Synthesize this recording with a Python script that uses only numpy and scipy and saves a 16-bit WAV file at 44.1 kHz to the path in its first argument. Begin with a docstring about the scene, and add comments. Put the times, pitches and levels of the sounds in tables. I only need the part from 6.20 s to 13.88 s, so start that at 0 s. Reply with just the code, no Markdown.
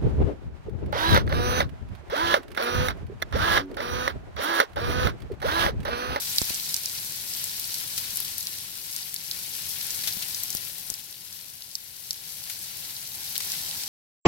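"""Steaks sizzle on a hot gas grill, close to a hand-held camera with two microphone ports.
From the start, tiny bubbles of juice burst into a strong hiss; larger ones pop, juice spits, fat specks strike.
Hiss, small pops and rumble swell and sink as the camera moves: faintest near 5.6 s, strong again by 7.3 s.
Bursts are random impulses through resonances, steam is filtered noise, and pops are short impulse responses.
Throughout, the burners rumble below as low coloured noise with broad resonances."""
import sys
import numpy as np
from scipy import signal
from scipy.fft import rfft, irfft
from scipy.io import wavfile

SR = 44100
rng = np.random.default_rng(int(sys.argv[2]) if len(sys.argv) > 2 else 0)


def inscribe(sig):
    """Save sig as 16-bit PCM at rate SR to the path in sys.argv[1].

    A 1-D sig is mono; a 2-D sig holds one channel per row.
    Samples are clipped to [-1, 1] before scaling.
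    """
    pcm = np.round(np.clip(np.atleast_2d(sig).T, -1, 1) * 32767)
    wavfile.write(sys.argv[1], SR, pcm.astype(np.int16))


N = 338688
EDGE_HZ = 16000  # upper band limit
TAPS = 512  # length of the bursts' impulse responses, in samples


# loudness of the grill at the camera, before smaller fluctuations: (t/s, level/dB)
GRILL_LEVEL = [(0.0, -32), (0.17, -32), (0.68, -35.5), (1.11, -35), (1.92, -34.5), (2.39, -38),
               (2.82, -38.5), (2.95, -39.5), (3.16, -36.5), (3.31, -36.5), (3.85, -33.5), (4.17, -35.5),
               (4.66, -39), (4.88, -43.5), (5.62, -45), (5.94, -42.5), (6.07, -40.5), (6.52, -38),
               (6.89, -39), (7.12, -36), (7.31, -33.5), (7.68, -35.5)]
# turning of the camera, used as swing about its mean: (t/s, left minus right/dB)
SIZZLE_LEAN = [(0.0, 4.5), (4.9, 9), (7.68, 5)]


def sizzle():
    """Superposition: hiss, crackle and pips add, then share one level envelope and lean with the camera."""
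    ticks = crackle(per_s=2600, spread_db=4.2, largest=4.2, octaves=.7, pan_db=1.5)
    fry = from_db(-2.5) * steam(likeness=0.19, patchy_db=1.5, flutter_hz=24.8)
    fry += from_db(-5.5) * lid(ticks, wet_db=-6.5, decay_s=0.0029, first_s=0.0027)
    fry += from_db(-16) * squeaks(count=2800, spread_db=5.5, decay_s=0.0016)
    lean_db = follow(SIZZLE_LEAN, axis=1)
    # the right port takes two thirds of the swing
    side_db = (lean_db - lean_db.mean()) * np.array([[.3], [-.6]])
    level_db = follow(GRILL_LEVEL, axis=1) + .5 * drift(3.4)
    return fry * from_db(level_db + side_db)


def steam(likeness, patchy_db, flutter_hz, count=7):
    """Partial coherence: the finest bubbles merge into a hiss, alike at both ports mainly at low frequency."""
    hz = np.fft.rfftfreq(N, 1 / SR)
    near, other = rfft(rng.standard_normal((2, N)))
    left_gain, right_gain = port_gains(hz)
    # the left port leads by 0.27 ms
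    lag = np.exp(-2j * np.pi * hz * 0.00027)
    shared = np.clip(likeness, 0, 1) * lag / (1 + hz / 2500)
    far = shared * near + np.sqrt(1 - abs(shared) ** 2) * other
    spectra = np.array([near * left_gain, far * right_gain])
    # overlapping triangular bands, each fluttering on its own
    place = hz / EDGE_HZ * (count - 1)
    out = np.zeros((2, N))
    for band in range(count):
        hiss = irfft(spectra * np.maximum(1 - abs(place - band), 0), N)
        out += hiss * from_db(patchy_db * drift(flutter_hz))
    return mid_unit(out)


def crackle(per_s, spread_db, largest, octaves, pan_db, count=24):
    """Shot noise: tiny bubbles burst at many spots of the meat, each with its pitch, side and port delay."""
    hz = np.fft.rfftfreq(TAPS, 1 / SR)
    gains = port_gains(hz)
    out = np.zeros((2, N))
    for pitch_hz in np.geomspace(3200, 14000, count):
        chance = rng.random(N)
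        size = np.minimum(rng.standard_exponential(N), largest)
        bursts = (chance < per_s / count / SR) * from_db(spread_db * size)
        side = from_db(pan_db * rng.standard_normal() * np.array([[1], [-1]]))
        tick = ringing(gains * hump(hz, pitch_hz, octaves)) * side * rng.choice([-1, 1])
        # the right port hears the spot 0 to 24 samples later
        tick[1] = np.roll(tick[1], rng.integers(-3, 25) % 25)
        out += signal.oaconvolve(bursts[None], tick, axes=1)[:, :N]
    return mid_unit(out)


def squeaks(count, spread_db, decay_s):
    """Pore tones: steam squeezing through the crust gives faint damped sines of a few milliseconds."""
    t = np.arange(SR // 30) / SR
    out = np.zeros((2, N))
    for when, pitch, size, length, side in rng.random((count, 5)):
        hz = 3500 * (14500 / 3500) ** pitch
        age = t / (decay_s * (.5 + length))
        phase = np.array([[0], [side]])
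        pip = age * np.exp(-age) * np.sin(2 * np.pi * (hz * t + phase))
        strength_db = spread_db * min(-np.log(1 - size), 3.5)
        add(out, when * N / SR, pip * port_gains(hz)[:, None] * from_db(strength_db))
    return mid_unit(out)


def pops(rows, port_share, lag_s, snap_db, low_cut, crust_db, crust_hz, bounce, bounce_s):
    """Impulsive radiation: a bursting bubble cracks for a few cycles and bounces off the grate."""
    hz = np.fft.rfftfreq(TAPS, 1 / SR)
    # port colour is weakened at the left and deepened at the right
    gains = port_gains(hz) ** np.array([[port_share], [1.2]])
    out = np.zeros((2, N))
    for (s, db, pitch_hz, pan_db), (place, height) in zip(rows, rng.random((len(rows), 2))):
        # smaller, higher bubbles burst faster and spread over more octaves
        octaves = 0.88 * (pitch_hz / 6000) ** 0.78
        band = hump(hz, pitch_hz, octaves) ** 2
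        # the skin tears with a sharp snap
        band += from_db(snap_db) * (hz / EDGE_HZ) ** 2
        # a bubble radiates little below its pitch
        band *= 0.11 + 1 / (1 + (low_cut * pitch_hz / (hz + 1)) ** 4)
        # every pop also rings the crust around it
        band += from_db(crust_db) * hump(hz, crust_hz, 0.55) ** 2
        crack = ringing(gains * band)
        bounce_samples = round(bounce_s * (.5 + height) * SR)
        crack += bounce * np.roll(crack, bounce_samples, axis=1)
        crack *= from_db(np.array([[pan_db], [0]])) / np.linalg.norm(crack, axis=1, keepdims=True)
        # the left port leads by up to lag_s, depending on where the bubble sits
        crack[1] = np.roll(crack[1], round(lag_s * place * SR))
        add(out, s, from_db(db) * np.sqrt(2) * crack / np.linalg.norm(crack))
    return lid(out, wet_db=-8.5, decay_s=0.0031, first_s=0.002)


def small_pops():
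    """Random arrivals: lesser bubbles pop by chance, their strength following the grill level."""
    per_s, low_hz, high_hz = 7, 3200, 14400
    when, size, pitch, side = rng.random((round(per_s * N / SR), 4)).T
    s = when * N / SR
    db = np.interp(s, *np.transpose(GRILL_LEVEL)) + 25.5 + 2 * (2 * size - 1)
    pitch_hz = low_hz * (high_hz / low_hz) ** pitch
    pan_db = 5 + 13.5 * (2 * side - 1)
    return np.transpose([s, db, pitch_hz, pan_db])


# juice that runs onto the grate and flashes to steam:
# (t/s, level before decay/dB, f/Hz, decay/s)
STEAM_SPITS = [(0.184, -22, 4400, .004), (0.222, -27, 5000, .004), (0.296, -22.5, 4900, 0.0087),
               (1.778, -21.5, 6000, 0.012), (3.836, -27.5, 3000, 0.02), (3.874, -20.5, 3500, 0.017),
               (4.024, -24, 2800, 0.0066), (6.298, -27, 3500, 0.013), (7.155, -26.5, 2600, .009),
               (7.204, -25.5, 2500, 0.0077)]


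def spits(octaves, grit):
    """Flash boiling: a gritty puff of band-shaped noise starts at once and decays exponentially."""
    t = np.arange(SR // 8) / SR
    out = np.zeros((2, N))
    for s, db, pitch_hz, decay_s in STEAM_SPITS:
        noise = rng.standard_normal((2, len(t))) * np.exp(grit * rng.standard_normal(len(t)))
        puff = shaped(noise, lambda hz: port_gains(hz) * hump(hz, pitch_hz, octaves))
        add(out, s, from_db(db) * unit(puff) * np.exp(-t / decay_s))
    return out


# specks of fat that land on one port: (t/s, signed push before high-pass/full scale, port 0 left 1 right)
FAT_SPECKS = [(0.2172, -0.26, 1), (0.3056, -0.084, 1), (4.3504, -0.089, 0), (4.7018, 0.04, 0),
              (4.717, -0.029, 0)]
# soft knocks in the grill body: (t/s, left level before decay/dB, f/Hz, decay/s)
BODY_KNOCKS = [(3.969, -31.5, 185, 0.006)]


def thumps(rise_s, push_s, settle_hz, swing_hz):
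    """Impact response: a speck's push on one port swings back; the grill body knocks as a damped sine."""
    t = np.arange(SR // 8) / SR
    push = (1 - np.exp(-t / rise_s)) ** 2 * np.exp(-t / push_s)
    push /= push.max()
    # two first-order high-passes make the pressure swing back
    for hz in (settle_hz, swing_hz):
        push = signal.lfilter(*signal.butter(1, hz, "high", fs=SR), push)
    out = np.zeros((2, N))
    for s, peak, port in FAT_SPECKS:
        one_port = np.eye(2)[round(port) % 2][:, None]
        add(out, s, peak * push * one_port)
    for s, db, hz, decay_s in BODY_KNOCKS:
        knock = from_db(db) * np.sin(2 * np.pi * hz * t) * np.exp(-t / decay_s)
        add(out, s, np.array([knock, knock / 2]))
    return out


# colour of the burner noise: (f/Hz, level/dB)
BURNER_COLOUR = [(15, -45), (25, -8.5), (64, -4), (102, 0.5), (165, 1), (207, -5.5), (284, -9.5),
                 (366, -8.5), (438, -13.5), (472, -12), (502, -12), (900, -17.5), (1170, -20.5),
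                 (1980, -120)]
# hollow under the lid, more as the camera draws back: (t/s, level relative to the flames/dB)
LID_HOLLOW = [(0, -11), (2.5, -20), (4.2, -11), (6.4, -13), (7.68, -4)]


def burners(level_db, swell_share, apart_db, drone_db):
    """Turbulent combustion noise: flames rumble, drone in the firebox and colour the hollow under the lid."""
    mid, side = shaped(rng.standard_normal((2, N)), lambda hz: colour(BURNER_COLOUR, hz))
    rumble = unit(mid) + from_db(apart_db) * unit(side) * np.array([[1], [-1]])
    rumble += from_db(drone_db) * band_noise(centre_hz=92.9, width_hz=3.6)
    rumble += from_db(follow(LID_HOLLOW, axis=1)) * band_noise(centre_hz=800, width_hz=140)
    # the rumble swells with the sizzle, by a share of its decibels
    swell_db = follow(GRILL_LEVEL, axis=1)
    swell_db = swell_share * (swell_db - swell_db.mean())
    return rumble * from_db(level_db + swell_db + np.array([[1.2], [-1.2]]))


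def lid(x, wet_db, decay_s, first_s):
    """Diffuse scattering: open lid and firebox add a short noise tail, different at each port."""
    t = np.arange(SR // 10) / SR
    onset = np.clip(t / first_s, 0, 1) ** 4
    taps = rng.standard_normal((2, len(t))) * np.exp(-t / decay_s) * onset
    taps /= np.linalg.norm(taps, axis=1, keepdims=True)
    return x + from_db(wet_db) * signal.oaconvolve(x, taps, axes=1)[:, :N]


# colour of frying at the left and the right port: (f/Hz, level/dB)
LEFT_COLOUR = [(200, -19), (500, -17), (850, -12.5), (1200, -11.5), (1450, -9), (2100, -5.5), (3000, -3.5),
               (4400, -2.5), (6100, -3.5), (6700, -7), (8100, -7.5), (10000, -2), (11700, 0.74),
               (14000, -1.5), (15800, -4)]
RIGHT_COLOUR = [(200, -29), (600, -34), (900, -17), (1300, -16), (2000, -15), (2700, -14.5), (3300, -12.5),
                (4100, -3), (6100, -5.5), (6800, -9), (8000, -5.5), (10000, -13.5), (11300, -30),
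                (13200, -7), (15800, -31.5)]


def port_gains(hz):
    """Frequency response: gain of frying sound at the left and right port."""
    return np.array([colour(LEFT_COLOUR, hz), colour(RIGHT_COLOUR, hz)])


def from_db(db):
    """Logarithmic level: decibels to amplitude gain."""
    return 10 ** (np.asarray(db) / 20)


def unit(x):
    """Normalisation: scales to rms 1."""
    return x / np.sqrt(np.mean(x ** 2) + 1e-20)


def mid_unit(x):
    """Normalisation: scales a stereo sound so that the mean of its ports has rms 1."""
    return x / np.sqrt(np.mean(x.mean(0) ** 2))


def colour(points, hz):
    """Spectral envelope: gain of a table, straight in dB on a log-frequency axis."""
    f, db = np.transpose(points)
    return from_db(np.interp(np.log(hz + 1), np.log(f + 1), db))


def follow(table, axis):
    """Linear interpolation: one column of a curve table at every sample."""
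    rows = np.asarray(table)
    return np.interp(np.arange(N) / SR, rows[:, 0], rows[:, axis])


def add(mix, s, sound):
    """Superposition: mixes a stereo sound in at time s."""
    part = mix[:, max(round(s * SR), 0):][:, :sound.shape[1]]
    part += sound[:, :part.shape[1]]


def shaped(x, gain):
    """Zero-phase filtering: applies a gain given as a function of frequency."""
    return irfft(rfft(x) * gain(np.fft.rfftfreq(x.shape[-1], 1 / SR)), x.shape[-1])


def hump(hz, centre_hz, octaves):
    """Broad resonance: a bell on a log-frequency axis, half gain at the given octaves off centre."""
    return 1 / (1 + (np.log2((hz + 1) / centre_hz) / octaves) ** 2)


def band_noise(centre_hz, width_hz):
    """Resonance: noise of rms 1 in one bell-shaped band."""
    return unit(shaped(rng.standard_normal(N), lambda hz: 1 / (1 + ((hz - centre_hz) / width_hz) ** 2)))


def drift(rate_hz):
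    """Random modulation: slow noise of rms 1."""
    return unit(shaped(rng.standard_normal(N), lambda hz: (hz > 1) / (1 + (hz / rate_hz) ** 2)))


def ringing(gain):
    """Minimum phase: the causal impulse response with the given magnitude."""
    log = np.log(np.maximum(gain, 1e-5))
    # mirror the log magnitude around the whole frequency circle
    circle = np.concatenate([log, log[..., -2:0:-1]], -1)
    return np.fft.ifft(np.exp(np.conj(signal.hilbert(circle)))).real


# the loudest bubbles of fat that pop: (t/s, strength/dB, f/Hz, left minus right/dB)
LOUD_POPS = [(0.1615, -3, 6500, 0), (0.1837, 8, 4100, -1), (0.2174, -0.5, 6650, -17),
             (0.345, -5, 7400, -17), (0.543, 4.5, 6400, 1.5), (0.5648, -1.5, 9000, -9),
             (0.6355, -9, 12000, -6), (0.6584, 0, 6800, -1), (1.1366, -6.5, 6500, -5),
             (1.2416, -0.5, 10700, 8), (1.3975, -3, 13000, 6), (1.4429, -8, 5200, 5), (1.5427, -3, 6550, 2),
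             (1.7796, -6, 7000, 10), (1.9587, -1, 13000, 14), (1.9718, 0.5, 10800, 8),
             (2.0031, 2, 13500, 16), (2.1825, 0.5, 14500, 17), (2.2083, -6, 5600, 4), (2.2705, -1, 4700, 4),
             (2.7635, -3, 6800, 1), (2.9424, -1.5, 11300, 17), (2.9626, -5, 4860, 1), (3.1128, -1, 4760, 0),
             (3.7058, -5, 6500, -5), (3.8748, -5, 3640, 14), (4.1467, -3.5, 4900, 2),
             (4.2354, 1, 13000, 11), (4.3043, -2.5, 7000, 5), (4.3285, -7, 5540, 14),
             (4.3505, 2.5, 15000, 9), (4.3703, -5, 4800, 5), (4.702, 1, 6600, 16), (4.7402, -5.5, 6700, 3),
             (5.1274, -15, 5400, 10), (5.422, -12, 3920, 6), (5.5537, -0.5, 5800, 1),
             (5.9082, 1.5, 5450, 3), (5.9309, -9, 9000, 5), (7.1551, -10, 4000, 5), (7.1645, -4, 3200, 11),
             (7.1793, 2, 12100, 6), (7.3197, -2, 5500, 5)]


def scene():
    """Superposition: everything on and under the grate sounds together."""
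    fry = sizzle()
    bubbles = pops([*LOUD_POPS, *small_pops()], port_share=0.82, lag_s=.0003, snap_db=-8.5, low_cut=0.39,
                   crust_db=-9.5, crust_hz=5570, bounce=0.34, bounce_s=.00018)
    puffs = spits(octaves=2.6, grit=0.3)
    blows = thumps(rise_s=.00006, push_s=0.0018, settle_hz=50, swing_hz=25)
    flames = burners(level_db=-57.0, swell_share=0.79, apart_db=-12.5, drone_db=-10.0)
    return fry + bubbles + puffs + blows + flames


def record(dry):
    """Transducer limits: the camera body cuts a narrow dip, full scale clips, then the band is limited."""
    coloured = shaped(dry, lambda hz: 1 - 0.5 / (1 + ((hz - 1220) / 60) ** 2))
    low_pass = signal.firwin(401, EDGE_HZ, window=("kaiser", 8), fs=SR)
    return signal.oaconvolve(np.clip(coloured, -1, 1), low_pass[None], "same")


dry = scene()
out = record(dry)
inscribe(out)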